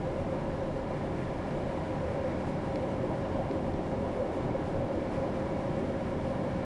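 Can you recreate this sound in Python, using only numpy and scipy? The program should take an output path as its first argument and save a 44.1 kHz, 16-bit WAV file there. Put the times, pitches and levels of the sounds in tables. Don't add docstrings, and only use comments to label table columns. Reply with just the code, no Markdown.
import sys
import numpy as np
from scipy import signal
from scipy.fft import rfft, irfft, next_fast_len
from scipy.io import wavfile
from scipy.ndimage import uniform_filter1d

SR = 44100
rng = np.random.default_rng(int(sys.argv[2]) if len(sys.argv) > 2 else 0)


def int16_out(signal):
    q = np.round(np.clip(np.atleast_2d(signal).T, -1, 1) * 32767)
    wavfile.write(sys.argv[1], SR, q.astype(np.int16))


def ratio_of_db(decibels):
    return 10 ** (np.asarray(decibels, float) / 20)


N = 293244
T = np.arange(N) / SR


def level(x, db):
    return x * ratio_of_db(db) / np.sqrt(np.mean(x ** 2))


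def steady(x, db, span_s=.2):
    running_rms = np.sqrt(uniform_filter1d(x ** 2, int(span_s * SR)))
    return x * ratio_of_db(db) / running_rms


def curve(table):
    s, db = np.transpose(table)
    return np.interp(T, s, db)


def swells(rows):
    return sum(db * np.exp(-((T - s) / half_s) ** 2) for s, db, half_s in rows)


def walk(rate):
    k = int(SR / rate)
    held = np.repeat(rng.standard_normal(N // k + 1), k)
    slewed = uniform_filter1d(uniform_filter1d(held, k), k)
    return 1.3 * slewed[:N]


def rush(spectrum, flicker_db):
    size = next_fast_len(N)
    octave = np.log2(np.maximum(np.arange(size // 2 + 1) * SR / size, 1))
    hz, db = np.transpose(spectrum)
    noise = rfft(rng.standard_normal(size)) * ratio_of_db(np.interp(octave, np.log2(hz), db))
    out = 0
    for centre in np.arange(3, 15, 1 / 3):
        share = np.clip(1 - 3 * abs(octave - centre), 0, 1)
        if hz[0] / 2 < 2 ** centre < hz[-1] * 2:
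            out = out + irfft(noise * share, size)[:N] * ratio_of_db(flicker_db * walk(9))
    return out


def ring(x, hz, width_hz):
    return signal.lfilter(*signal.iirpeak(hz, hz / width_hz, fs=SR), x)


def below(x, hz):
    return signal.sosfiltfilt(signal.butter(4, hz, fs=SR, output="sos"), x)


# pitch in Hz, level in dB.
WHISTLES = [(2544, -83), (5087, -85), (7187, -84), (7629, -87), (8813, -90.5), (10174, -89), (11876, -98)]


def camera_whistles():
    return sum(level(np.sin(2 * np.pi * hz * T), db) for hz, db in WHISTLES)


# pitch in Hz, peak in dB.
CREAK_TONES = [(2880, -50), (3100, -57), (3620, -56)]


def creak():
    start_s, rub_s = 3.2562, .003
    rub = np.exp(-((T - start_s) / rub_s) ** 2)
    return rub * sum(ratio_of_db(db) * np.sin(2 * np.pi * hz * T) for hz, db in CREAK_TONES)


# lag after the onset in seconds, strength as a factor.
TICK_SLIPS = [
    (.0008, .35),
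    (.00174, 1),
    (.0032, .35),
    (.0044, .12),
]
# start in seconds, peak in dB, ring in Hz, body in dB, snap in dB.
TRIM_TICKS = [
    (.4095, -48, 3500, -10, -9),
    (1.5055, -45, 4000, 1, -14),
    (2.2135, -49, 3300, -12, -20),
    (2.7561, -33, 4250, 3, -14.5),
    (3.5104, -38.3, 4250, 3.5, -24),
    (3.7370, -45, 4200, -8, -20),
    (3.7590, -48, 2800, -12, -22),
    (4.6740, -51, 3800, -10, -12),
    (5.5230, -53, 7300, -12, 0),
    (6.2115, -49, 3300, -8, -14),
]


def trim():
    out = np.zeros(N)
    slip = np.zeros(SR // 50)
    for lag_s, strength in TICK_SLIPS:
        slip[int(lag_s * SR)] = strength
    for s, db, hz, body_db, snap_db in TRIM_TICKS:
        band = signal.butter(4, [.78 * hz, 1.3 * hz], "bandpass", fs=SR, output="sos")
        tick = level(signal.sosfilt(band, slip), 0)
        modes = [(hz, hz / 8, -9), (2300, 450, body_db), (7000, 1200, snap_db), (9600, 800, snap_db - 4)]
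        for mode_hz, width_hz, mode_db in modes:
            once = ring(slip, mode_hz, width_hz)
            tick = tick + level(ring(ring(once, mode_hz, 2 * width_hz), mode_hz, 2 * width_hz), mode_db)
        i = int(s * SR)
        out[i:i + len(slip)] += tick * ratio_of_db(db) / abs(tick).max()
    return out


# pitch in Hz, width in Hz, level in dB.
DASH_MODES = [(968, 42, -60), (1077, 30, -66), (1310, 84, -76), (1502, 66, -72.5), (1637, 67, -68.5),
              (1897, 50, -71.5), (2060, 53, -70), (2380, 50, -74.5), (2800, 83, -73.5), (3040, 39, -81),
              (3190, 98, -80.5)]


def dash():
    shake = rng.standard_normal(N)
    return sum(level(ring(ring(shake, hz, w), hz, 2 * w), db) for hz, w, db in DASH_MODES)


CYCLE_ORDERS = [4, 9, 10, 11, 12, 13, 16, 17, 22]
ORDER_DB = [-51.5, -48.5, -51, -52, -50, -57.5, -58, -56, -59]
ORDER_DB_PER_S = [-1.1, -.1, 0, .2, .6, 0, 0, 0, 0]
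# time in seconds, level in dB.
ENGINE_LOAD = [(0, -2), (.45, 2.5), (.9, -5.5), (1.3, 0), (1.9, -1.5), (2.45, 3.5), (2.75, 0.5), (3.3, 2.5),
               (4.2, 1.5), (4.7, -4), (5.1, 4.5), (5.45, 1), (5.7, 3.5), (6.1, 5), (6.65, 4)]


def engine(cycle):
    load_db = curve(ENGINE_LOAD)
    out = 0
    for order, db, db_per_s in zip(CYCLE_ORDERS, ORDER_DB, ORDER_DB_PER_S):
        tone = np.sin(order * cycle + 2 * np.pi * rng.random())
        out = out + level(tone, db + .7 * load_db + db_per_s * (T - T.mean()) + .8 * walk(4))
    return out


def wheel_throb(cycle):
    return level(np.sin(1.393 * cycle), -54 + 1.5 * walk(2))


# time in seconds, whine level in dB.
GEAR_LOAD = [(0, -68.5), (.9, -72), (1.9, -70), (2.1, -66.5), (2.55, -67), (2.65, -72), (2.78, -66.5),
             (3.4, -68), (3.6, -75), (3.85, -74), (4.0, -69.5), (5.7, -69.5), (5.95, -67.5), (6.65, -68.5)]


def gear_whine(cycle, order):
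    tone = np.sin(order * cycle + .35 * walk(30))
    return level(tone, curve(GEAR_LOAD) + 1.8 + 1.6 * walk(7))


def drivetrain():
    whine_hz, gain_hz_per_s, whine_order = 2187, 6.2, 106
    cycle = 2 * np.pi * np.cumsum(whine_hz + gain_hz_per_s * T) / SR / whine_order
    return engine(cycle) + wheel_throb(cycle) + gear_whine(cycle, whine_order)


# time in seconds, puff in dB.
WALL_PUFFS = [(.01, 2), (.2, 2), (.32, 2), (.76, 2), (.95, 0), (1.2, 2.5), (1.35, 0), (1.59, 2),
              (2.13, 2.5), (2.22, -1.5), (2.36, 0), (2.48, 5), (2.92, 2.5), (3.7, 0.5), (4.05, 1.5),
              (4.35, 3), (4.53, -3), (4.68, 3), (5.14, 3), (5.29, 1), (5.6, 1), (5.7, 1), (6.1, 0),
              (6.64, -3.5)]


def wall_puffs():
    return swells((s, db, 0.032) for s, db in WALL_PUFFS)


# frequency in Hz, density in dB per Hz.
SEAL_COLOUR = [(2500, -15), (5000, -7), (7000, 1.5), (10000, -1), (10600, -4), (11500, -9.5), (12000, -9),
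               (12400, -16), (14000, -27)]


def door_seals(echo_db, puff_db, gust):
    leak_db = -70 + .45 * echo_db + .8 * puff_db + 0.6 * gust + .6 * walk(30)
    return steady(rush(SEAL_COLOUR, .3), leak_db)


# frequency in Hz, density in dB per Hz.
WIND_COLOUR = [(2300, -31.5), (2450, 0), (2650, -0.5), (2830, 0), (3000, -2), (4200, -7), (5800, -12),
               (7500, -22.5), (10000, -41.5)]


def wind(echo_db, puff_db, gust):
    return steady(rush(WIND_COLOUR, 0.35), -59 + 0.57 * echo_db + 0.31 * puff_db + 0.46 * gust)


# time in seconds, coarseness in dB.
ASPHALT_GRAIN = [
    (0, -0.5),
    (1.0, -0.5),
    (2.2, -1),
    (2.95, 0.5),
    (3.9, 1),
    (4.4, 2),
    (5.5, -0.5),
    (6.65, -1.5),
]


def coarseness():
    return curve(ASPHALT_GRAIN)


# frequency in Hz, density in dB per Hz.
ROAR_COLOUR = [(520, -51), (590, 0.5), (720, -5.5), (800, -3), (860, -9.5), (960, -6.5), (1060, -9.5),
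               (1110, -14.5), (1500, -17.5), (1570, -20.5), (1640, -16), (1990, -21), (2400, -21.5),
               (2500, -47)]
# time in seconds, swell in dB,
# half length in seconds.
TREAD_SWELLS = [(.37, 1, 0.046), (.55, -2.5, .05), (.8, -2, .04), (1.2, -2.5, .05), (1.76, 2, .08),
                (2.1, 0.5, .06), (2.55, 0.5, .08), (2.82, 1.5, .05), (2.96, 0, 0.067), (3.12, 2, 0.045),
                (3.4, 2.5, 0.11), (3.7, -0.5, 0.092), (4.2, -1, .05), (4.68, -1, 0.07), (4.8, 2, .04),
                (5.0, -1.5, 0.12), (5.22, 2.5, .05), (5.6, 1, 0.071), (5.86, -1.5, .07), (6.1, -1, .08),
                (6.4, 2, .05)]


def tyre_roar(echo_db, gust):
    coarse_db = coarseness()
    roar = steady(rush(ROAR_COLOUR, 0.27), -41)
    floor_pan = below(roar, 1100)
    glass = roar - floor_pan
    floor_db = 0.69 * coarse_db + 0.22 * echo_db + swells(TREAD_SWELLS)
    return floor_pan * ratio_of_db(floor_db) + glass * ratio_of_db(0.99 * echo_db + .55 * gust)


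# time in seconds, echo in dB.
WALL_ECHO = [(0, -2), (.35, -0.5), (.75, -1), (.92, 0), (1.3, 0.2), (1.7, 1.1), (2.0, 0), (2.3, 1),
             (2.6, 0), (2.8, 0), (3.35, 0), (3.6, -1.5), (3.85, -0.5), (5.0, -0.1), (5.6, 0.9), (6.0, 0.5),
             (6.35, 0.3), (6.65, .5)]


def air():
    echo_db, puff_db, gust = curve(WALL_ECHO), wall_puffs(), walk(26)
    return tyre_roar(echo_db, gust) + wind(echo_db, puff_db, gust) + door_seals(echo_db, puff_db, gust)


# pitch in Hz, width in Hz, level in dB.
PANEL_MODES = [(528.3, 35.6, 2.5), (542, 28.6, 0), (559.3, 17.5, -3), (511, 44, -9), (579.3, 30, -8.5)]
# time in seconds, swell in dB, half length in seconds.
RIBBED_PATCHES = [(.15, 4.5, 0.068), (.36, 4, .06), (.62, 4, 0.14), (.88, 2.5, .08), (1.25, -2.5, 0.073),
                  (1.45, -4, .05), (1.65, 2.5, 0.16), (1.83, -3, .03), (2.05, 4, .1), (2.24, 6, 0.11),
                  (2.5, 0.5, 0.069), (2.8, 7, 0.061), (3.0, 4, .1), (3.2, -0.5, .03), (3.35, 2.5, 0.17),
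                  (3.6, 1.5, 0.13), (3.8, -1.5, 0.047), (4.0, 4, 0.06), (4.22, 6, 0.14),
                  (4.45, -4.5, 0.033), (4.56, 8.5, 0.027), (4.8, 5.5, 0.064), (4.94, 7, .05),
                  (5.07, -1, .04), (5.22, 3.5, 0.085), (5.6, 3, 0.56), (6.1, -1, 0.084), (6.42, 4, 0.18)]


def panels(coarse_db):
    out = 0
    for hz, width_hz, db in PANEL_MODES:
        mode = ring(ring(rng.standard_normal(N), hz, width_hz), hz, 1.8 * width_hz)
        out = out + ratio_of_db(db + 1.5 * walk(3)) * mode
    return steady(out, -41 + 0.18 * coarse_db + swells(RIBBED_PATCHES) + 0.47 * walk(11))


# frequency in Hz, density in dB per Hz.
DRONE_COLOUR = [(170, -41.5), (210, -5), (260, -4), (305, 0.5), (350, -3.5), (400, -2.5), (435, -7),
                (480, -14.5), (520, -27.5)]
# time in seconds, swell in dB.
ROAD_RIPPLES = [(.35, 1), (1.1, 2.5), (1.57, 1.5), (1.9, 0.5), (2.33, 1.5), (2.8, 2.5), (3.05, 2.5),
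                (3.55, 2.5), (4.2, -1), (4.48, 1.5), (4.8, 0), (5.0, 3), (5.26, 1.5), (5.52, 2.5),
                (5.83, 4.5), (6.13, 1.5)]


def floor_drone(coarse_db):
    ripple_db = swells((s, db, 0.06) for s, db in ROAD_RIPPLES)
    return steady(rush(DRONE_COLOUR, 0.16), -39 + 0.93 * coarse_db + ripple_db)


# frequency in Hz, density in dB per Hz.
BOOM_COLOUR = [(5, -38.5), (14, -7), (22, -7), (45, -5), (64, -8), (74, 1), (110, -1), (150, 1.5),
               (180, -2), (215, -13), (250, -24.5)]
# time in seconds, jolt in dB.
ROAD_JOINTS = [(.2, 0), (.52, 1), (1.19, 1.5), (1.52, -2), (1.98, 3), (2.27, -2), (2.6, 0.5), (3.05, 3),
               (3.39, 5.5), (3.7, 4.5), (4.03, 4), (4.44, 3.5), (4.79, 5.5), (5.14, 1.5), (5.71, 1),
               (6.22, 3.5), (6.6, 4)]
# time in seconds, heave in dB, half length in seconds.
ROAD_HEAVES = [(.2, 3, .2), (.82, -6, 0.065), (1.1, 3.5, 0.18), (1.55, 4, 0.072), (2.2, 1.5, .1),
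               (2.55, 2, .15), (3.1, 1, 0.27), (3.95, 0, .15), (4.25, -8, 0.11), (4.5, 1.5, .15),
               (5.0, -9, 0.093), (5.15, 3, .08), (5.75, 4.5, 0.056), (6.1, -1.5, .1), (6.5, 2.5, 0.081)]


def cabin_boom(coarse_db):
    jolt_db = swells((s, db, 0.065) for s, db in ROAD_JOINTS)
    body = rush(BOOM_COLOUR, 1.0)
    seat = below(body, 123.4)
    cabin = body - seat
    seat_boom = steady(seat, -43.5 + .2 * coarse_db + jolt_db)
    return seat_boom + steady(cabin, -43 + 0.5 * jolt_db + swells(ROAD_HEAVES))


def road():
    coarse_db = coarseness()
    return cabin_boom(coarse_db) + floor_drone(coarse_db) + panels(coarse_db)


def scene():
    details = camera_whistles() + creak() + trim() + dash()
    return (details + drivetrain() + air() + road())[None]


def low_pass(x):
    return signal.sosfilt(signal.butter(12, 12260, fs=SR, output="sos"), x)


def record(dry):
    squeeze = 5
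    rounded = np.tanh(squeeze * dry) / squeeze
    rolled = signal.sosfiltfilt(signal.butter(6, 11300, fs=SR, output="sos"), rounded)
    return low_pass(rolled)


dry = scene()
out = record(dry)
int16_out(out)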